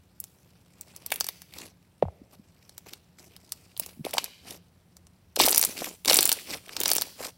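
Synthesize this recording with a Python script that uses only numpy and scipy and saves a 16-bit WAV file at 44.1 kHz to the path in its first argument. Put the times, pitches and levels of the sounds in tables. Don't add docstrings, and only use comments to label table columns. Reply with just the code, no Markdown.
import sys
import numpy as np
from scipy import signal
from scipy.fft import rfft, irfft
from scipy.io import wavfile
from scipy.ndimage import uniform_filter1d

SR = 44100
rng = np.random.default_rng(int(sys.argv[2]) if len(sys.argv) > 2 else 0)


def generate_wav(sig):
    pcm = np.round(np.clip(np.atleast_2d(sig).T, -1, 1) * 32767).astype(np.int16)
    wavfile.write(sys.argv[1], SR, pcm)


N = 325017


def gain_of(db):
    return 10 ** (np.asarray(db) / 20)


def evened(x):
    return x / np.sqrt(np.mean(x ** 2) + 1e-20)


def peaked(x):
    return x / np.abs(x).max()


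def smoothed_twice(x, size):
    return uniform_filter1d(uniform_filter1d(x, size=size), size=size)


def colour(x, points):
    hz, db = np.transpose(points)
    at = np.fft.rfftfreq(len(x), 1 / SR)
    shape_db = np.interp(np.log(at + 1), np.log(hz + 1), db)
    return irfft(rfft(x) * gain_of(shape_db), len(x))


def add(mix, peak_s, sound):
    part = mix[round(peak_s * SR) - np.abs(sound).argmax():][:len(sound)]
    part += sound[:len(part)]


def ring(hz, cycles, sag, rise):
    u = np.arange(1, int(SR / hz * cycles * 6) + 8) * hz / SR
    turns = u + sag * cycles * (1 - np.exp(-u / cycles))
    swell = 1 - np.exp(-(u / rise) ** 2)
    return peaked(np.sin(2 * np.pi * turns) * swell * np.exp(-u / cycles))


def pops():
    # (peak_s, ring_peak_db, ring_pitch_hz, snap_peak_db)
    pop_table = [(0.2027, -46, 6270, -17.5), (0.2408, -34, 4500, -25.5), (0.8115, -37.5, 4600, -21),
                 (0.9637, -39.5, 4000, -23.5), (1.0635, -28.5, 4830, -20), (1.1049, -33, 3020, -26),
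                 (1.1188, -24.5, 2780, -16.5), (1.1224, -16, 2040, -10), (1.1419, -42, 2610, -16.5),
                 (1.1598, -29, 2700, -18), (1.2028, -23, 6000, -13.5), (1.2087, -9, 4940, -13),
                 (1.2442, -23.5, 4650, -21), (1.2676, -24.5, 5240, -17), (1.2884, -16, 4600, -11),
                 (1.4193, -31, 5100, -27), (1.5383, -34, 3295, -30), (1.5868, -32.5, 4040, -40),
                 (2.025, -31.5, 1720, -45.5), (2.6945, -35.0, 4570, -41), (2.7805, -31, 4330, -21.5),
                 (2.9354, -28, 3720, -27.0), (3.365, -36.5, 3880, -36.5), (3.5217, -24.5, 4300, -14),
                 (3.767, -33, 3450, -39.5), (3.7765, -35.5, 4280, -23), (3.7981, -21, 4910, -7.5),
                 (3.8626, -28.5, 5680, -24.0), (4.0504, -25.0, 3094, -24), (4.11, -37, 3430, -26.5),
                 (4.1348, -26, 2380, -40), (4.1387, -23.5, 2700, -17.5), (4.1427, -30, 3290, -21),
                 (4.1694, -25.5, 4630, -40.5), (4.1825, -4.5, 3105, -14), (4.243, -22, 4320, -15.5),
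                 (4.9686, -37, 5700, -39), (5.0691, -38.5, 5750, -59), (5.3608, -21, 5180, -15),
                 (5.3648, -13, 3790, -21), (5.4007, -9, 2630, -19.0), (5.4055, -3.5, 3670, -16),
                 (5.4153, -15, 3840, -5.5), (5.4198, -11, 3820, -13), (5.437, -10, 3700, -13.5),
                 (5.4409, -13.5, 3640, -11), (5.4538, -13, 5200, -10), (5.4576, -15, 4200, -10),
                 (5.4636, -12, 4650, -1.5), (5.4683, -14, 5130, -13.5), (5.4847, -8.5, 3670, -10),
                 (5.4941, -14, 5240, -7), (5.5077, -28.5, 5700, -7.5), (5.5141, -27, 5300, -5),
                 (5.524, -20, 3480, -14), (5.5288, -9, 4930, -17), (5.547, -8.5, 5300, -5),
                 (5.5606, -16.5, 4830, -9), (5.5741, -15.5, 4380, -15), (5.5795, -11, 5700, 5),
                 (5.5947, -15, 5370, -7.0), (5.6144, -18.5, 5170, -1.5), (5.6279, -10, 4330, -3.5),
                 (5.6384, -7.5, 5530, -19), (5.6501, -13.5, 6610, -0.5), (6.0492, -24.5, 2880, -20.5),
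                 (6.058, -18, 3420, -13), (6.0794, -8, 5140, -17), (6.0833, -7.5, 4000, -15),
                 (6.0986, -2, 3880, -18), (6.1121, -14.5, 2840, -9), (6.1235, -13, 4280, -11.0),
                 (6.132, -5.5, 3560, -4.5), (6.1434, -15, 5500, 2), (6.1582, -13, 3880, -8),
                 (6.1691, -9, 4550, -3.5), (6.173, -33, 4030, -3), (6.1891, -2, 3830, -6),
                 (6.2086, -13.5, 5400, -3), (6.2291, -12, 3610, -3), (6.2429, -22, 4700, -16),
                 (6.2555, -12.5, 5500, 1.5), (6.2766, -27, 5600, -8), (6.293, -11, 3460, -0.5),
                 (6.3177, -7.5, 4570, -7.5), (6.3274, -16, 6150, 0.5), (6.683, -39.5, 2650, -38),
                 (6.694, -31, 2040, -41), (6.733, -36, 3000, -43), (6.7669, -15, 3760, -20),
                 (6.8034, -16, 5670, -6), (6.8144, -19, 3040, -18), (6.835, -14.5, 4270, -8),
                 (6.8585, -6, 4130, -17.5), (6.8805, -20, 5160, -8), (6.8919, -12.5, 5200, -30),
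                 (6.9027, -18, 5000, -7), (6.9163, -6, 3980, -8.5), (6.9341, -16, 4880, -3.5),
                 (6.9526, -22, 5010, -8), (6.9613, -14.5, 4580, -14), (6.9663, -18.0, 6200, -6.5),
                 (6.9829, -9.5, 5450, -24.5), (7.0128, -16, 5550, -21), (7.0203, -11, 4270, -6)]
    out, t = np.zeros(N), np.arange(-500, 500) / SR
    high = signal.butter(4, 7000, "high", fs=SR, output="sos")
    creak = np.exp(-abs(t) / np.where(t < 0, 0.0012, 0.002))
    tear = np.exp(-abs(t) / np.where(t < 0, 0.00015, 0.0003)) + 0.11 * creak
    after = t[t > 0]
    gulp_swell = np.sqrt(after / 0.0011) * np.exp(-(after / 0.0027) ** 2)
    for peak_s, ring_db, hz, snap_db in pop_table:
        snap_noise, tear_noise = rng.standard_normal((2, len(t)))
        fade_draw, phase_draw = rng.random(2)
        body = ring(hz, cycles=.3 + .5 * fade_draw, sag=.5, rise=.3)
        ragged = evened(np.convolve(tear_noise ** 3, body, "same")) * creak
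        gulp_turns = (1.41 + phase_draw) * np.log(1 + after * hz)
        gulp = np.sin(2 * np.pi * gulp_turns) * gulp_swell
        snap = peaked(signal.sosfilt(high, snap_noise * tear))
        level = gain_of(ring_db)
        add(out, peak_s, gain_of(snap_db) * snap)
        add(out, peak_s, level * body)
        centre = round(peak_s * SR)
        out[centre:][:len(after)] += level * gain_of(-21.5) * gulp
        out[centre - len(t) // 2:][:len(t)] += level * gain_of(-17) * ragged
    return out


def plops():
    # (peak_s, peak_db, settled_pitch_hz)
    plop_table = [(1.1206, -25.5, 620), (2.0271, -10, 494), (2.0387, -29.5, 149), (2.054, -35.5, 640),
                  (2.063, -34, 83.5), (2.085, -35.5, 644), (2.086, -38, 76), (2.219, -45, 238),
                  (2.399, -47, 182), (3.801, -38, 527), (3.976, -49, 200), (3.998, -38.5, 182),
                  (4.011, -35.5, 148), (4.053, -30, 350), (4.0679, -25.5, 547), (4.1398, -27, 560),
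                  (4.15, -29, 607), (4.1724, -27, 794), (4.1832, -22.5, 800), (5.375, -27, 466),
                  (5.4014, -12, 756), (5.4098, -21.5, 338), (5.479, -18.5, 615), (5.821, -27.5, 536),
                  (6.0583, -36, 383), (6.1135, -17.5, 483), (6.1901, -25.5, 377), (6.81, -30.5, 352),
                  (6.9182, -23.5, 680), (6.9646, -36, 402), (6.9845, -38, 660), (7.207, -33, 484)]
    out = np.zeros(N)
    for peak_s, level_db, hz in plop_table:
        add(out, peak_s, gain_of(level_db) * ring(hz, cycles=0.55, sag=0.7, rise=1.2))
    return out


def peel():
    # (pitch_hz, relative level_db per Hz)
    crackle_colour = [(710, -15.5), (1200, -12.5), (1660, -14.5), (2450, -8.5), (3470, -11.5), (5350, -6),
                      (12900, -6.5), (16000, -14)]
    db = handling_db(np.arange(N) / SR)
    ticks = grains(1500, 12000, per_s=2800, spread_db=-1.0, cycles=0.33, count=16)
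    bursts = grains(1500, 14000, per_s=300, spread_db=3.0, cycles=1.2, count=16)
    fits = gain_of(2.5 * evened(smoothed_twice(rng.standard_normal(N), size=150)))
    raw = ticks + 0.45 * bursts + 0.5 * rng.standard_normal(N)
    crackle = evened(fits * colour(patchy(raw, depth_db=3.0), crackle_colour))
    squelch = grains(200, 890, per_s=750, spread_db=-1.0, cycles=0.48, count=10)
    return crackle * gain_of(db) + squelch * gain_of(0.86 * db - 13.0)


def handling_db(t):
    # (start_s, length_s, level_db)
    press_table = [(1.12, 0.45, -52.5), (2.863, 0.085, -55), (3.186, 0.17, -58.5), (3.82, 0.083, -52.5),
                   (4.047, 0.046, -46), (4.135, 0.14, -45), (5.392, 0.206, -26.5), (5.653, 0.056, -41),
                   (6.077, 0.33, -27.5), (6.851, 0.25, -36.5)]
    # (middle_s, length_s, level_db)
    pull_table = [(0.504, 1, -73.5), (1.026, 0.8, -63), (1.611, 0.21, -50), (2.339, 0.044, -56.5),
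                  (2.674, 0.85, -73), (3.532, 0.77, -68), (4.509, 0.16, -47.5), (5.834, 0.23, -40),
                  (6.525, 0.14, -40), (6.816, 0.41, -48), (7.24, 0.14, -39.5)]
    rest_db, arch_db = -80, 20.5
    attack_db_per_s, sag_db_per_s = 2499, 77
    release_db_per_s, let_go_db_per_s = 256, 597
    power = gain_of(2 * rest_db) * np.ones(len(t))
    for start_s, length_s, db in press_table:
        since = t - start_s
        drop = attack_db_per_s * np.maximum(-since, 0) + sag_db_per_s * np.maximum(since, 0)
        release = release_db_per_s * np.maximum(since - length_s, 0)
        power += gain_of(2 * (db - drop - release))
    for middle_s, length_s, db in pull_table:
        free = np.maximum(t - middle_s - length_s / 2, 0)
        arch = arch_db * (2 * (t - middle_s) / length_s) ** 2
        power += gain_of(2 * (db - arch - let_go_db_per_s * free))
    return 10 * np.log10(power)


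def grains(lo_hz, hi_hz, per_s, spread_db, cycles, count):
    clump = gain_of(4.03 * evened(uniform_filter1d(rng.standard_normal(N), size=300)))
    size = gain_of(spread_db * np.minimum(rng.exponential(1, N), 4))
    hits = size * (rng.random(N) < per_s / SR) * clump * rng.choice([-1, 1], N)
    kind = rng.integers(0, count, N)
    out = np.zeros(N)
    for k, hz in enumerate(np.geomspace(lo_hz, hi_hz, count)):
        grain = ring(hz, cycles, sag=0.79, rise=0.15)
        out += signal.oaconvolve(hits * (kind == k), grain)[:N]
    return out / np.sqrt(uniform_filter1d(out ** 2, size=3000) + 1e-12)


def patchy(x, depth_db):
    z = signal.stft(x, nperseg=256)[2]
    field = uniform_filter1d(rng.standard_normal(z.shape), size=8, axis=0)
    field = uniform_filter1d(field, size=16, axis=1)
    return signal.istft(z * gain_of(depth_db * evened(field)), nperseg=256)[1][:N]


def room(x):
    t = np.arange(SR // 2) / SR
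    taps = rng.choice([-1., 1.], len(t)) * (rng.random(len(t)) < .08) * (t > .001)
    near = signal.lfilter(*signal.butter(2, 900, "high", fs=SR), taps * gain_of(-60 * t / 0.03))
    far = colour(taps, [(1000, -17.5), (2100, -1), (9000, -9)]) * gain_of(-60 * t / 1.0)
    near = gain_of(-10.5) * near / np.linalg.norm(near)
    far = gain_of(-20.5) * far / np.linalg.norm(far)
    return signal.oaconvolve(x, near + far)[:N]


def room_tone():
    # (pitch_hz, relative level_db per Hz)
    room_colour = [(30, -19), (80, 6), (175, -5.5), (301, -14.5), (775, -21), (1040, -24.5), (5730, -33),
                   (16000, -36.5)]
    # (pitch_hz, width_hz, level_db)
    hum_table = [(177, 17, -70.5)]
    out = gain_of(-64.5) * evened(colour(rng.standard_normal(N), room_colour))
    at = np.fft.rfftfreq(N, 1 / SR)
    for hz, width_hz, db in hum_table:
        line = rfft(rng.standard_normal(N)) / (1 + (2 * (at - hz) / width_hz) ** 2)
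        out += gain_of(db) * evened(irfft(line, N))
    low = irfft(rfft(out) / (1 + (at / 140) ** 4), N)
    swell = evened(smoothed_twice(rng.standard_normal(N), size=4000))
    return out + low * (gain_of(1.4 * swell - 3.5) - 1)


def scene():
    slime = pops() + plops()
    return np.tile(slime + room(slime) + peel() + room_tone(), (2, 1))


def record(dry):
    response = [(6100, 5.0), (6500, 0), (7400, 4.0), (15800, 4.5), (16300, -35.5)]  # (Hz, dB)
    soft = np.array([colour(x, response) for x in dry])
    soft = .8 * np.tanh(soft / .8)
    edge_hz = 17140
    low_pass = signal.firwin(1023, edge_hz, window=("kaiser", 11), fs=SR)
    return signal.oaconvolve(soft, low_pass[None], "same")


dry = scene()
out = record(dry)
generate_wav(out)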